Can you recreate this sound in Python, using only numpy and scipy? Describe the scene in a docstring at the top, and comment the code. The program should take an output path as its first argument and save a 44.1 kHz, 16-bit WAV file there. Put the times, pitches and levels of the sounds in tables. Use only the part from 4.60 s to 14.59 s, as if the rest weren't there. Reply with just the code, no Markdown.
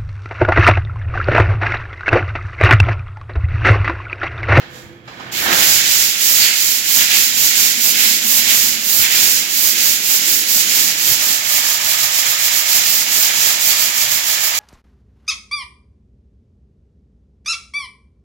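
"""A hand-held block scrubs to and fro over a cement-plastered wall in a bare, echoing room.
After a little handling it meets the wall with a gruff scrape; long arcs then turn into short strokes.
Sand grains catch and snap under it, making a gritty hiss and shaking the block and the wall.
Now and then a hard grain drags with a zing. A faint hum wavers in the background.
A pair of microphones listens from a few metres away."""
import sys
import numpy as np
from scipy import signal
from scipy.fft import rfft, irfft, next_fast_len
from scipy.io import wavfile
from scipy.ndimage import uniform_filter1d

SR = 44100
rng = np.random.default_rng(int(sys.argv[2]) if len(sys.argv) > 2 else 0)


def materialize(psi):
    """Save the field psi as 16-bit PCM at rate SR to the path in sys.argv[1].

    A 1-D psi becomes a single channel; in a 2-D psi each row is a channel.
    """
    bounded = np.clip(np.atleast_2d(psi).T, -1, 1)
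    quanta = np.round(bounded * 32767).astype(np.int16)
    wavfile.write(sys.argv[1], SR, quanta)


N = 440559
TIME = np.arange(N) / SR

# strokes, up and down in turn, each lasting until the next:
# t/s, moment of top speed/share of the stroke, pressure/dB, fineness of the sand/dB
STROKES = [(0.691, 0.93, -6, -3.5), (0.865, 0.6, 3.5, -1.2), (1.222, 0.49, 2.5, -3.5),
           (1.552, 0.43, 1.6, 1.6), (1.904, 0.68, -0.5, -1), (2.221, 0.52, 1, 1.5),
           (2.466, 0.53, 2.5, -2.1), (2.715, 0.56, 2, 0.9), (2.927, 0.36, 2.3, -1), (3.145, 0.73, 0.6, 2.3),
           (3.334, 0.44, 0.5, 0.5), (3.601, 0.61, 0.4, 3.5), (3.828, 0.36, 0.4, 0), (4.183, 0.71, -3, 5.7),
           (4.471, 0.51, 1.4, -0.3), (4.853, 0.77, -2, 3), (5.137, 0.54, 0.3, 0), (5.387, 0.77, -1, 2.5),
           (5.591, 0.61, -0.5, 1), (5.841, 0.53, -0.5, 3), (6.047, 0.49, 1, -1.5), (6.35, 0.7, 0.9, 0.7),
           (6.568, 0.5, -0.5, -0.7), (6.811, 0.69, -0.8, 1), (7.014, 0.42, 0.5, -3.3),
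           (7.189, 0.59, 0.4, -2.5), (7.362, 0.53, 0.3, -2.5), (7.485, 0.63, 1.0, -2.5),
           (7.632, 0.54, 0.8, -3), (7.758, 0.65, 1.2, -2.5), (7.893, 0.55, 0.5, -1.5),
           (8.032, 0.77, 2.0, -0.3), (8.2, 0.56, 0, 1), (8.451, 0.57, 1.5, 0.6), (8.699, 0.64, 1.7, -3),
           (8.961, 0.62, 0, 1.5), (9.145, 0.38, 0, -1.8), (9.315, 0.52, 0.5, -2.6),
           (9.466, 0.42, -1.4, -1.0), (9.608, 0.52, -0.2, -3), (9.776, 0.54, -1.2, -1.5),
           (9.909, 0.74, 1.7, -4)]
# how each sand sound follows the hand: level/dB, then dB added per dB of speed, pressure, fineness
HISS_RESPONSE = (-13, 1.25, 0.66, 1.0)
SCRAPE_RESPONSE = (-16, 0.49, 1.0, 0.5)
RASP_RESPONSE = (-24.5, .02, 1, 0.2)
# tone colours of the rubbing and tapping noises: f/Hz, level/dB
HISS_COLOUR = [(6800, -28), (8200, 0.5), (10000, -4.5), (12200, -1), (13500, 0.5), (16000, 1)]
SCRAPE_COLOUR = [(1800, -22.5), (2800, -7.5), (3600, -4.5), (5000, 1), (7400, 1), (8400, -0.5), (10500, -1),
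                 (12500, -4.5)]
RASP_COLOUR = [(700, -20), (1150, -17.5), (1450, -9), (1750, -5), (2100, 0), (2450, -0.5), (3000, -2),
               (3800, -4), (6000, -15)]
EDGE_COLOUR = [(200, -11), (420, -11), (560, -7), (900, -6.5), (1080, -6.5), (1300, -5.5), (1550, 0.5),
               (1900, -2), (2500, -5.5), (4000, -9), (8000, -28)]
RUMBLE_COLOUR = [(20, -24), (38, -14), (52, 3), (72, -4), (98, 5.5), (110, -7), (123, 9.5), (140, 1.5),
                 (165, -1), (220, -50)]
TAP_COLOUR = [(200, -9), (700, 3), (1800, -1), (4000, -9), (7000, -20), (12000, -37)]
# the block first shuffles in the hand: t/s, half length/s, hiss/dB, scrape/dB, edge/dB
SHUFFLES = [(0.0, 0.042, -68, -59, -31.5), (0.163, 0.055, -54, -42.5, -40), (.5, 0.049, -67, -60, -47),
            (.63, 0.11, -67, -54, -40)]
# the block bites into coarse spots: t/s, half length/s, level/dB
BITES = [(.78, 0.03, -25), (1.01, 0.047, -24), (1.83, 0.043, -26.5), (2.41, 0.017, -18.5),
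         (2.53, 0.03, -21.5), (3.42, 0.067, -27), (3.88, .06, -26), (4.43, 0.026, -20.5),
         (4.55, 0.045, -28.5), (5.2, 0.03, -40)]
# how easily things shake as the hand works down the wall: t/s, block/dB, wall/dB, rumble/dB
SHAKING = [(0.0, -45, -41, -45), (0.4, -55.5, -48.5, -49), (0.68, -41, -38, -46), (0.88, -27, -24.5, -40),
           (1.08, -45, -41, -42), (2.1, -40, -48, -58), (2.45, -46, -42.5, -50), (3.3, -50, -44, -52),
           (3.9, -38, -42, -47), (5.0, -38.5, -40, -51), (5.7, -46, -37, -52), (6.3, -37, -38.5, -50),
           (6.9, -29.5, -43, -47.5), (7.7, -30.5, -52, -50), (8.4, -32, -42, -50), (9.1, -30, -43.5, -51),
           (9.98, -30, -49, -48.5)]
# the notes at which the block, the wall and a hollow patch ring: f/Hz, width/Hz, level/dB
BLOCK_MODES = [(510, 150, -15), (655, 150, -3), (832, 120, 0), (909, 143, -0.5), (1237, 124, -1.5),
               (1745, 153, 1), (2280, 290, -0.5), (3310, 170, 4)]
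WALL_MODES = [(176, 55, -1), (224, 59, 0), (265, 44, -2), (339, 40, -2), (428, 300, -12.5)]
PATCH_MODES = [(223.5, 30, 0)]
# how well their shaking passes into the air: f/Hz, level/dB
RADIATION = [(60, -22), (120, -21), (180, -2), (2400, 3.5), (4000, -8), (9000, -36)]
# dull thuds as weight shifts: t/s, half length/s, level/dB
THUDS = [(.275, 0.044, -40), (0.814, 0.043, -37.5), (2.81, .03, -39), (4.39, 0.032, -41), (5.3, .05, -48),
         (6.52, .035, -42), (9.464, 0.04, -48)]
# hard grains dragging: t/s, f/Hz, level/dB
ZINGS = [(.75, 3040, -31), (1.82, 4490, -16), (2.55, 2650, -26), (3.22, 7500, -35), (4.28, 7040, -31),
         (4.97, 6250, -29.5), (9.1, 7400, -22)]
# light taps as the block is gripped: t/s, level/dB
TAPS = [(0.476, -29.5), (0.596, -28)]
# tones of the hum: f/Hz, half the filter width/Hz, starting level/dB, fade/(dB per s)
HUM_TONES = [(124.3, 4.5, -48.5, 2.3), (339.6, 6.7, -50.5, 2), (503, 9.7, -49.5, 14)]
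# how alike the echo is on the left and right: f/Hz, likeness (-1 to 1)
ECHO_LIKENESS = [(60, 0.51), (350, 0.88), (700, 0.67), (880, 0.019), (1100, -0.53), (1500, 0.15),
                 (2300, 0.074), (3500, -0.024)]
# tone colour of the two microphones: f/Hz, left/dB, right/dB
MIC_COLOUR = [(100, -2.2, 0.5), (550, -3, 3.5), (1200, 0, 5.5), (2200, -2.5, 3.5), (3370, -0.5, 5),
              (4720, 2, 5.5), (6160, 0, 5.5), (7180, 1, 9), (7610, -5.5, 7), (8300, -15, -4),
              (9000, -8.5, -5.5), (10100, -7, -0.1), (11700, -6.5, 1.9), (12440, -3.5, 5.5),
              (13300, -4, 6.5), (14700, -9.5, 1.5), (16000, -20, 5.5)]

TOUCH_S, TOUCH_ATTACK_S, LAST_STROKE_S = .714, .0072, .17   # the block meets the wall already moving
TURN_SPEED, CRUISE_PER_S = .022, 2   # share of top speed left at a turn; long strokes stay fast longer
LEAN_DB_PER_S, LEAN_LAG_STROKES = 5.5, .097   # the arm leans hardest just past the bottom of a long arc


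def scrubbing():
    """One moving hand drives the sand, the ringing block and wall, and a low rumble."""
    contact, speed_db, press_db, fine_db = hand()
    pace = from_db(.27 * speed_db)   # a faster stroke meets more grains
    # the block judders over bumps and breaks off tiny clumps of sand
    catch = from_db(.65 * drift(71.66) + 1.5 * drift(1091))
    return (sand(contact, speed_db, press_db, fine_db, pace, catch)
            + block_and_wall(speed_db, press_db, pace, catch) + rumble(speed_db, press_db, pace, catch))


def hand():
    """Each stroke speeds up, then slows. Gives contact (0-1), then speed, pressure and fineness in dB."""
    starts, fastest, strength_db, fine_db = np.transpose(STROKES)
    turns = np.append(starts, starts[-1] + LAST_STROKE_S)
    phase = np.interp(TIME, turns, np.arange(len(turns)))
    stroke = np.minimum(phase.astype(int), len(starts) - 1)
    length_s = np.diff(turns)[stroke]
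    done, top = phase - stroke, np.clip(fastest, .1, .9)[stroke]
    arch = np.sin(np.pi / 2 * np.minimum(done / top, (1 - done) / (1 - top)))
    cruise = .01 + CRUISE_PER_S * length_s
    arch = np.tanh(cruise * arch) / np.tanh(cruise)   # flatten the top
    speed_db = 20 * np.log10(TURN_SPEED + (1 - TURN_SPEED) * arch)
    lean_db = LEAN_DB_PER_S * length_s * np.cos(np.pi * (phase - LEAN_LAG_STROKES))
    # pressure and sand blend from one stroke into the next
    press_db, sand_db = uniform_filter1d([strength_db[stroke] + lean_db, fine_db[stroke]], int(.06 * SR))
    contact = np.clip((TIME - TOUCH_S) / TOUCH_ATTACK_S, 0, 1)
    return contact, *np.where(TIME >= TOUCH_S, [speed_db, press_db, sand_db], 0)


def sand(contact, speed_db, press_db, fine_db, pace, catch):
    """Grains hiss, scrape and rasp under the block and its edge. The bright hiss has the shortest echo."""
    hiss_gain, scrape_gain, rasp_gain = [
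        contact * from_db(db + by_speed * speed_db + by_press * press_db + by_fine * fine_db)
        for db, by_speed, by_press, by_fine in (HISS_RESPONSE, SCRAPE_RESPONSE, RASP_RESPONSE)]
    hiss_shuffle, scrape_shuffle, edge_shuffle = sum(
        np.outer(from_db(levels), swell(s, half_s)) for s, half_s, *levels in SHUFFLES)
    bites = sum(from_db(db) * swell(s, half_s) for s, half_s, db in BITES)
    hiss = (hiss_gain + hiss_shuffle) * grit(HISS_COLOUR, 16000 * pace, catch, spread_db=1)
    scrape = (scrape_gain + scrape_shuffle) * grit(SCRAPE_COLOUR, 13500 * pace, catch, spread_db=2.5)
    rasp = (rasp_gain + bites) * grit(RASP_COLOUR, 8000 * pace, catch, spread_db=2)
    edge = (edge_dig() + edge_shuffle) * grit(EDGE_COLOUR, 3500, catch, spread_db=-2)
    return room(hiss, t60=.26) + room(scrape, t60=.55) + room(rasp, t60=.48) + room(edge, t60=1)


def grains(per_s, spread_db):
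    """Grains snap at random moments. A spread above 0 makes a few louder, below 0 a few softer."""
    chance = np.clip(per_s / SR, 1e-3, 1)
    sizes = from_db(spread_db * np.minimum(rng.exponential(1, N), 5.5)) * rng.choice([-1, 1], N)
    return rms_one((rng.random(N) < chance) * sizes / np.sqrt(chance))   # same power at any rate


def grit(colour, per_s, catch, spread_db):
    """A stream of grains with one tone colour, louder where the block catches."""
    return rms_one(coloured(grains(per_s, spread_db) * catch, colour))


def edge_dig(start_s=.866, level_db=-17, attack_s=.043, hold_s=.065, release_s=.03):
    """Loudness of the edge digging into the plaster on the first downstroke: catch, hold, let go."""
    outside = np.maximum((start_s - TIME) / attack_s, (TIME - start_s - hold_s) / release_s)
    return from_db(level_db) * np.exp(-np.clip(outside, 0, 20))


def block_and_wall(speed_db, press_db, pace, catch, patch_s=3.5):
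    """Grains set the block and wall ringing; a hollow patch booms as the block passes over it."""
    block_db, wall_db, _ = in_time(SHAKING)
    block_gain = from_db(block_db + .1 * speed_db + .65 * press_db)
    wall_gain = from_db(wall_db + .18 * speed_db + .63 * press_db)
    patch_gain = from_db(-37 - 6 * np.abs(TIME - patch_s))
    block = block_gain * resonate(grains(4000 * pace, spread_db=3) * catch, BLOCK_MODES)
    wall = wall_gain * resonate(grains(1500 * pace, spread_db=-.5), WALL_MODES)
    patch = patch_gain * resonate(grains(1500 * pace, spread_db=4.5), PATCH_MODES)
    return sum(room(coloured(part, RADIATION), t60=.74) for part in (block, wall, patch))


def rumble(speed_db, press_db, pace, catch):
    """The rubbing makes a deep shaking, with thuds as weight shifts."""
    _, _, rumble_db = in_time(SHAKING)
    gain = from_db(rumble_db + .52 * speed_db + .41 * press_db)
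    thuds = sum(from_db(db) * swell(s, half_s) for s, half_s, db in THUDS)
    return room((gain + thuds) * grit(RUMBLE_COLOUR, 900 * pace, catch, spread_db=-2), t60=.32)


def zings():
    """A hard grain drags and makes the block sing briefly around one pitch."""
    return sum(from_db(db) * swell(s, half_s=.031) * narrow_noise(hz, filter_width_hz=720)
               for s, hz, db in ZINGS)


def taps(decay_s=.021):
    """Gripping the block makes short bursts of noise."""
    force = sum(from_db(db) * (TIME >= s) * np.exp(-np.abs(TIME - s) / decay_s) for s, db in TAPS)
    return force * rms_one(coloured(rng.standard_normal(N), TAP_COLOUR))


def hum():
    """Faint wavering tones slowly die away."""
    return sum(narrow_noise(hz, 2 * half_width) * from_db(db - fade * TIME)
               for hz, half_width, db, fade in HUM_TONES)


def room(x, t60, direct_db=-9, early_db=-5, early_t60=.035, tail_db=-2, left_lead_s=.000328):
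    """Sound arrives directly, then off the near walls, then as a long echo."""
    size = next_fast_len(N + SR // 10, real=True)
    hz, spectrum = np.arange(size // 2 + 1) * SR / size, rfft(x, size)
    direct = irfft(spectrum * np.exp(-2j * np.pi * hz * [[0], [left_lead_s]]), size)[:, :N]
    # the hand keeps moving, so the echoes blur into noise with the colour of their source
    colour = np.sqrt(np.abs(uniform_filter1d(np.abs(spectrum) ** 2, size=141)))
    alike = np.clip(at_hz(ECHO_LIKENESS, hz), -.99, .99)
    mid, side = rfft(rng.standard_normal((2, size)))
    stereo_noise = np.sqrt(1 + alike) * mid + np.sqrt(1 - alike) * side * [[1], [-1]]
    echoes = irfft(colour * stereo_noise, size)[:, :N]
    early = from_db(early_db) ** 2 * lingering(x ** 2, early_t60)
    tail = from_db(tail_db) ** 2 * lingering(x ** 2, t60)
    # an echo cannot swell faster than a few of its own cycles
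    cycle_s = 1 / np.average(hz, weights=colour ** 2)
    energy = np.abs(uniform_filter1d(early + tail, size=1 + int(4 * cycle_s * SR)))
    return from_db(direct_db) * direct + np.sqrt(energy) * rms_one(echoes)


def lingering(power, t60):
    """Sound energy dies away by 60 dB in t60 seconds."""
    keep = from_db(-120 / (t60 * SR))
    return signal.lfilter([1 - keep], [1, -keep], power)


def resonate(x, modes):
    """Let x ring at several notes at once, added with alternating signs; the result has power 1."""
    out = 0
    for k, (hz, width, db) in enumerate(modes):
        keep = np.exp(-np.pi * width / SR)
        feedback = [1, -2 * keep * np.cos(2 * np.pi * hz / SR), keep * keep]
        out = out + (-1) ** k * from_db(db) * signal.lfilter([1 - keep, 0, keep - 1], feedback, x)
    return rms_one(out)


def narrow_noise(hz, filter_width_hz):
    """Noise filtered twice around one pitch becomes a wavering tone."""
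    mode = [(hz, filter_width_hz, 0)]
    return resonate(resonate(rng.standard_normal(N), mode), mode)


def coloured(x, colour):
    """Filter x by a curve of f/Hz, level/dB."""
    size = next_fast_len(N + SR // 10)
    hz = np.arange(size // 2 + 1) * SR / size
    return irfft(rfft(x, size) * from_db(at_hz(colour, hz)), size)[..., :N]


def drift(per_s):
    """A random wobble of size about 1 that takes per_s steps a second."""
    knots = rng.standard_normal(N // 10)
    return np.interp(TIME * per_s, np.arange(len(knots)), knots) * np.sqrt(3 / 2)


def swell(s, half_s):
    """A smooth rise and fall, reaching 1 at time s."""
    return np.exp(-np.minimum(((TIME - s) / half_s) ** 2, 50))


def in_time(rows):
    """Read each column of a time table at every sample."""
    s, *columns = np.transpose(rows)
    return [np.interp(TIME, s, column) for column in columns]


def at_hz(points, hz):
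    """Read a frequency table, with octaves evenly spaced."""
    table_hz, values = np.transpose(points)
    return np.interp(np.log(hz + 1e-6), np.log(table_hz), values)


def from_db(db):
    """Turn decibels into a gain."""
    return 10 ** (np.asarray(db) / 20)


def rms_one(x):
    """Scale x to an average power of 1."""
    return x / np.sqrt(np.mean(x ** 2) + 1e-20)


def scene():
    """Scrubbing and handling ring through the bare room, over a faint hum."""
    return scrubbing() + room(zings(), t60=1) + room(taps(), t60=1, direct_db=-14) + hum()


def record(dry, low_cut_hz=48, high_cut_hz=15850):
    """Each microphone colours its side and clips overloads; the deepest bass and top treble are cut."""
    mics = np.array(MIC_COLOUR)
    heard = np.array([coloured(dry[side], mics[:, [0, side + 1]]) for side in range(2)])
    low_cut = signal.butter(2, low_cut_hz, "high", fs=SR, output="sos")
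    high_cut = signal.ellip(12, .1, 80, high_cut_hz, fs=SR, output="sos")
    return signal.sosfilt(high_cut, signal.sosfilt(low_cut, np.clip(heard, -1, 1)))


dry = scene()
out = record(dry)
materialize(out)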